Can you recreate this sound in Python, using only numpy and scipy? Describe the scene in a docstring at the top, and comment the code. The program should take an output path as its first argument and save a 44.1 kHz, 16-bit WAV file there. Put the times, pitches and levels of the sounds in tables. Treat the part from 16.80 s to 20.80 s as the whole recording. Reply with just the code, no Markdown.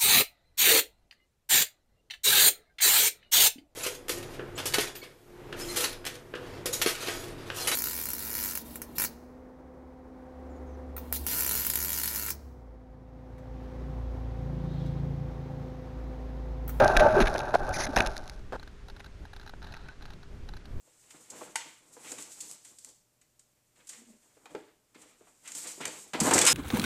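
"""A model biplane skids into a muddy field, heard at no distance from a microphone on its airframe.
The propeller whines down as grass drags on the hollow body, which groans, cracks and thumps,
squeaks along wet stalks and drops to rest. Then its servo gears twitch, close and quiet,
over a light wind on the microphone."""
import sys
import numpy as np
from scipy import signal
from scipy.fft import rfft, irfft
from scipy.io import wavfile
from scipy.ndimage import uniform_filter1d

SR = 44100
rng = np.random.default_rng(int(sys.argv[2]) if len(sys.argv) > 2 else 0)


def dump_mix(stems):
    """Bounce the given channels to the path in sys.argv[1] as a 16-bit WAV at rate SR."""
    frames = np.atleast_2d(stems).T  # one column per channel
    limited = np.clip(frames, -1, 1)  # hard clip at full scale
    pcm = np.round(limited * 32767).astype(np.int16)
    wavfile.write(sys.argv[1], SR, pcm)


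N = 176400

# propeller running down: t/s, f/Hz, level/dB
PROP_WHINE = [(0, 801, -25.5), (.1, 742, -32.5), (.2, 688, -29), (.32, 621, -27.5), (.375, 597, -30)]
# drag of the ground on the airframe: t/s, level/dB
GROUND_DRAG = [(0, -15.5), (.04, -19.5), (.08, -24.5), (.14, -25.5), (.23, -21), (.33, -26.5), (.39, -20),
               (.445, -29.5), (.54, -31.5), (.8, -37.5), (.88, -34.5), (.94, -36.5), (1.15, -36.5),
               (1.2, -28.5), (1.31, -40.5), (1.45, -49), (1.6, -58.5)]
# airframe resonances: f/Hz, width per filter pass/Hz, gain/dB
BODY_MODES = [(142, 150, -8), (219.5, 60, -10.5), (368, 144, -4.5), (613.5, 171, 0), (730.5, 38, 1),
              (802.3, 77, 0.5), (866.3, 29, -0.5), (1142, 190, -9.5), (1370, 106, -7), (1534, 107, -4)]
# juddering frame: t/s, length/s, first f/Hz, last f/Hz, level/dB
FRAME_GROANS = [(0, 0.035, 574, 620, -18), (0.057, 0.011, 673, 683, -15.5), (.205, 0.029, 603, 640, -17),
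                (0.2508, 0.027, 601, 580, -19), (0.362, 0.066, 407, 351, -23),
                (0.4, 0.028, 266, 201, -23.5), (0.7539, 0.005, 695, 620, -12),
                (1.088, 0.023, 316, 236, -35), (1.17, 0.0036, 794, 700, -15.5),
                (3.085, 0.018, 1534, 1490, -48.5)]
# wind on the microphone: t/s, level/dB
WIND_LEVEL = [(0, -32), (.45, -34.5), (.6, -39.5), (1.28, -40.5), (1.9, -46.5), (2.9, -43), (3.3, -46.5),
              (4, -42)]
# stalks and rigging snapping: t/s, level/dB
STALK_SNAPS = [(0.046, -31), (.079, -28.5), (0.171, -19.5), (0.201, -39), (.416, -38), (0.498, -44),
               (.5412, -35), (0.5807, -33.5), (0.5915, -35), (0.7501, -32.5), (0.892, -36.5),
               (1.1615, -26.5), (1.1657, -21), (1.187, -28), (1.195, -37), (1.222, -36), (1.263, -29),
               (1.272, -29.5), (1.3668, -34.5), (1.379, -33.5), (1.478, -43.5), (1.4971, -37)]
# wood and covering crunching, hollow body knocking: t/s, length/s, level/dB
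WOOD_CRUNCHES = [(.167, 0.0073, -17.5), (.196, 0.016, -24.5), (.403, 0.026, -25), (.457, .006, -31),
                 (.471, 0.013, -27), (.5595, 0.0055, -35), (.602, 0.006, -34.5), (1.067, 0.0057, -33.5),
                 (1.162, 0.0047, -22), (1.174, 0.0048, -21.5), (1.183, 0.0104, -28), (1.2042, 0.0032, -15),
                 (1.259, 0.017, -37), (2.203, 0.0071, -45), (2.939, 0.005, -41.5), (3.0855, 0.0043, -43.5)]
BODY_KNOCKS = [(.741, 0.02, -21), (0.55, 0.01, -27.5), (1.165, 0.012, -27), (1.7235, 0.042, -35),
               (2.734, 0.0058, -43)]
# heavy bumps that shake the microphone: t/s, f/Hz, level/dB
BUMPS = [(0.16, 29, -14), (0.41, 30.3, -14.5), (0.899, 75, -27), (1.161, 36, -23.5), (1.194, 88, -30),
         (1.257, 34.4, -26.5)]
# wet stalks on the skin: start t/s, fastest t/s, end t/s, top slip f/Hz, pre-filter level/dB
STALK_SQUEAKS = [(0.925, 0.949, 0.98, 2460, -39.5), (0.974, 0.979, 1.034, 2195, -40),
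                 (1, 1.015, 1.037, 2073, -40.5), (1.032, 1.046, 1.06, 2150, -37)]
# servo twitches: t/s
TWITCH_TIMES = [1.797, 1.829, 1.876, 2.084, 2.0998, 2.164, 2.196, 2.244, 2.2613, 2.453, 2.533, 2.564,
                2.5977, 2.613, 2.63, 2.6622, 2.676, 2.6941, 2.8272, 2.8445, 2.87, 2.922, 2.967, 3.2234,
                3.255, 3.3049, 3.335, 3.431, 3.6881, 3.7369, 3.7673, 3.855]
# longer servo runs: t/s, length/s, pre-filter level/dB
GEAR_RUNS = [(2.82, 0.11, -50.5), (2.95, 0.19, -54.5), (3.21, 0.12, -55.5)]
# tone of each sound at the microphone: f/Hz, relative level/dB
RUMBLE_EQ = [(12, 2), (35, 2), (100, -8), (400, -22), (800, -31), (3000, -58)]
HISS_EQ = [(400, -2), (1500, 4), (6500, -9.5), (11000, -21.5), (12500, -80)]
SNAP_EQ = [(300, -23), (1500, 11), (2900, -4), (4000, 8), (4600, 3.5), (5300, 6), (6500, 1.5), (7400, -8.5),
           (8400, -14), (9700, -2), (12000, -11.5), (14000, -28)]
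CRUNCH_EQ = [(100, -1.5), (600, 1.5), (1100, -3), (1600, 5.5), (2050, -2), (2550, 1), (3100, -12),
             (3800, -4.5), (4600, -15), (6500, -13), (7900, -37.5), (9600, -19), (12000, -28), (14000, -42)]
KNOCK_EQ = [(60, -17.5), (480, 0.5), (670, 2.5), (900, 0), (1150, -9.5), (1550, -1), (2000, -20),
            (4000, -25.5), (14000, -48)]
SQUEAK_EQ = [(1500, 4.5), (2400, 3), (3000, -6), (4200, -1), (6300, 6), (8000, -25.5), (9900, 0),
             (14000, -26)]
SERVO_EQ = [(300, -20), (850, 6.5), (1100, -4.5), (1550, 8), (2150, -10.5), (2500, -6), (3300, -9.5),
            (4000, 2.5), (4450, -6), (6600, -15.5), (8000, -33), (9800, -19.5), (13000, -24.5)]

GUST_DB, GUSTS_PER_S = 2.3, 18
TIME = np.arange(N) / SR


def undb(db):
    """Decibels to gain."""
    return 10 ** (np.asarray(db) / 20)


def unit(x):
    """Scale to rms 1."""
    return x / np.sqrt(np.mean(x ** 2) + 1e-20)


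def curve(rows, column=1):
    """One column of a table, joined by straight lines in time."""
    rows = np.array(rows)
    return np.interp(TIME, rows[:, 0], rows[:, column])


def walk(per_s):
    """Smooth random drift of rms 1."""
    span = max(int(SR / per_s), 1)
    drift = uniform_filter1d(rng.standard_normal(N), span, mode="wrap")
    return unit(uniform_filter1d(drift, span, mode="wrap"))


def colour(x, eq):
    """Causal filter through an EQ table; it keeps the power of white noise."""
    hz, db = np.array(eq).T
    bin_hz = np.arange(N // 2 + 1) * SR / N
    gain = unit(undb(np.interp(np.log(bin_hz + 1), np.log(hz), db)))
    cepstrum = irfft(np.log(gain))
    cepstrum[1:N // 2] *= 2  # fold to minimum phase
    cepstrum[N // 2 + 1:] = 0
    impulse = irfft(np.exp(rfft(cepstrum)))[:N // 8]
    return signal.fftconvolve(x, impulse)[:N]


def add(out, start, sound):
    """Mix a sound in at a time in seconds."""
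    i = int(start * SR)
    out[i:i + len(sound)] += sound[:N - i]


def grains(per_s, scatter_db):
    """Random tiny contacts of uneven size."""
    size = undb(scatter_db * np.minimum(rng.exponential(size=N), 4))
    hits = rng.random(N) < per_s / SR
    return unit(hits * size * np.sign(rng.standard_normal(N)))


def bursts(rows, decay_s, per_s):
    """Each row (t/s, length/s, level/dB) is a first strike and a fading run of contacts."""
    out, contacts = np.zeros(N), grains(per_s, scatter_db=.69)
    strike_share = .1  # of the burst's energy
    for start, length, db in rows:
        t = np.arange(int(length * SR) + 2) / SR
        strike = np.sqrt(strike_share) * unit(1. * (t == 0))
        run = unit(contacts[int(start * SR):][:len(t)] * np.exp(-t / decay_s))
        add(out, start, undb(db) * (strike + np.sqrt(1 - strike_share) * run))
    return out


def propeller():
    """A thin whine falls as the propeller slows, and stops when it meets the grass."""
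    hz = curve(PROP_WHINE) * (1 + .006 * walk(103))
    phase = 2 * np.pi * np.cumsum(hz) / SR
    turning = np.clip((PROP_WHINE[-1][0] - TIME) * 100, 0, 1)  # 10 ms fade
    gain = undb(curve(PROP_WHINE, column=2) + 2 * walk(GUSTS_PER_S))
    return turning * gain * unit(np.sin(phase))


def skid():
    """Tufts drum on the hollow airframe under the microphone, rustle along its skin and break."""
    drag = undb(curve(GROUND_DRAG)) * (TIME < GROUND_DRAG[-1][0])
    blows = grains(per_s=3000, scatter_db=1.24) * undb(2 * walk(78))
    body = 0
    for hz, width, db in BODY_MODES:
        peak = signal.iirpeak(hz, hz / width, SR)
        body = body + undb(db) * signal.lfilter(*peak, signal.lfilter(*peak, blows))
    body = signal.sosfilt(signal.butter(16, 1840, "lowpass", fs=SR, output="sos"), body)
    rustle = colour(grains(per_s=1500, scatter_db=-1) * undb(3.1 * walk(79)), CRUNCH_EQ)
    crackle = colour(grains(per_s=300, scatter_db=-1), SNAP_EQ)
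    breaking = undb(-40.5) * drag ** .41  # fades more slowly than the drag
    return drag * (unit(body) + undb(-17.5) * rustle) + breaking * crackle


def groans():
    """The frame sticks and slips at one of its resonances: a quick swell, a slower fade."""
    out, waver, flutter = np.zeros(N), 1 + .043 * walk(193), undb(2 * walk(230))
    swell_share, overtone_db = .081, -21.5
    for start, length, first_hz, last_hz, db in FRAME_GROANS:
        n, i = int(length * SR), int(start * SR)
        hz = np.linspace(first_hz, last_hz, n) * waver[i:i + n]
        phase = 2 * np.pi * np.cumsum(hz) / SR
        tone = (np.sin(phase) + undb(overtone_db) * np.sin(2 * phase)) * flutter[i:i + n]
        progress = np.linspace(0, 1, n)
        envelope = np.minimum(progress / swell_share, 1) * np.sqrt(1 - progress ** 2)
        add(out, start, undb(db) * unit(tone * envelope))
    return out


def wind():
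    """Gusts rumble right on the microphone, with a thin hiss and a faint hum behind."""
    rumble = colour(rng.standard_normal(N), RUMBLE_EQ)
    gusts = undb(curve(WIND_LEVEL) + GUST_DB * walk(GUSTS_PER_S))
    hum = unit(np.sin(2 * np.pi * 403 * TIME + .5 * walk(13)))
    hiss = colour(rng.standard_normal(N), HISS_EQ)
    return rumble * gusts + undb(-67) * hum + undb(-62) * hiss


def impacts():
    """Close, dull knocks, crunches and bright snaps, all damped at once by the ground."""
    knocks = colour(bursts(BODY_KNOCKS, decay_s=.055, per_s=3000), KNOCK_EQ)
    crunches = colour(bursts(WOOD_CRUNCHES, decay_s=.036, per_s=4000), CRUNCH_EQ)
    snap_rows = [(start, .0025, db) for start, db in STALK_SNAPS]
    snaps = colour(bursts(snap_rows, decay_s=.0012, per_s=7400), SNAP_EQ)
    return knocks + crunches + snaps


def thumps():
    """The model rebounds on its undercarriage, and the microphone with it."""
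    out, cycles = np.zeros(N), 2
    for start, hz, db in BUMPS:
        progress = np.linspace(0, 1, int(cycles * SR / hz))
        envelope = np.sin(np.pi * progress ** .63) ** 2
        add(out, start, -undb(db) * np.sin(2 * np.pi * cycles * progress) * envelope)
    return out


def squeaks():
    """Pairs of wet stalks stick and slip on the skin: arcs of pitch with a hiss of rubbing."""
    out, waver, flutter = np.zeros(N), 1 + .02 * walk(1200), undb(2 * walk(230))
    hiss = undb(-4.5) * rng.standard_normal(N)
    half_rate_s, stalk_ratios = .029, (1, .83)
    for start, fastest, end, top_hz, db in STALK_SQUEAKS:
        i = np.arange(int(start * SR), int(end * SR))
        slip_hz = top_hz * waver[i] / (1 + ((TIME[i] - fastest) / half_rate_s) ** 2)
        phase = 2 * np.pi * np.cumsum(slip_hz) / SR
        slips = sum(ratio ** 2 * np.cos(k * ratio * phase) for ratio in stalk_ratios for k in range(1, 7))
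        rub = (unit(slips) + hiss[i]) * flutter[i]
        add(out, start, undb(db) * unit(rub * signal.windows.tukey(len(i), .5)))
    return colour(out, SQUEAK_EQ)


def servos():
    """Gear teeth chatter near the microphone in short twitches and a few longer, duller runs."""
    twitch_s, twitch_db = .0085, -49
    twitches = bursts([(t, twitch_s, twitch_db) for t in TWITCH_TIMES], decay_s=.0051, per_s=2600)
    twitches *= undb(2 * walk(17.5))  # no two are equally strong
    runs = bursts(GEAR_RUNS, decay_s=.91, per_s=580)
    runs = signal.lfilter(*signal.butter(1, 2400, "lowpass", fs=SR), runs)
    return colour(twitches + runs, SERVO_EQ)


def scene():
    """Landing, servos and wind, in mono at the one microphone on the airframe."""
    landing = propeller() + skid() + groans() + impacts() + thumps() + squeaks()
    return (landing + servos() + wind())[None]


def record(dry):
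    """The small on-board camera rounds the loudest peaks and cuts the top."""
    ceiling, top_hz = .55, 14000
    rounded = ceiling * np.tanh(dry / ceiling)
    return signal.sosfilt(signal.ellip(8, .2, 70, top_hz, fs=SR, output="sos"), rounded)


dry = scene()
out = record(dry)
dump_mix(out)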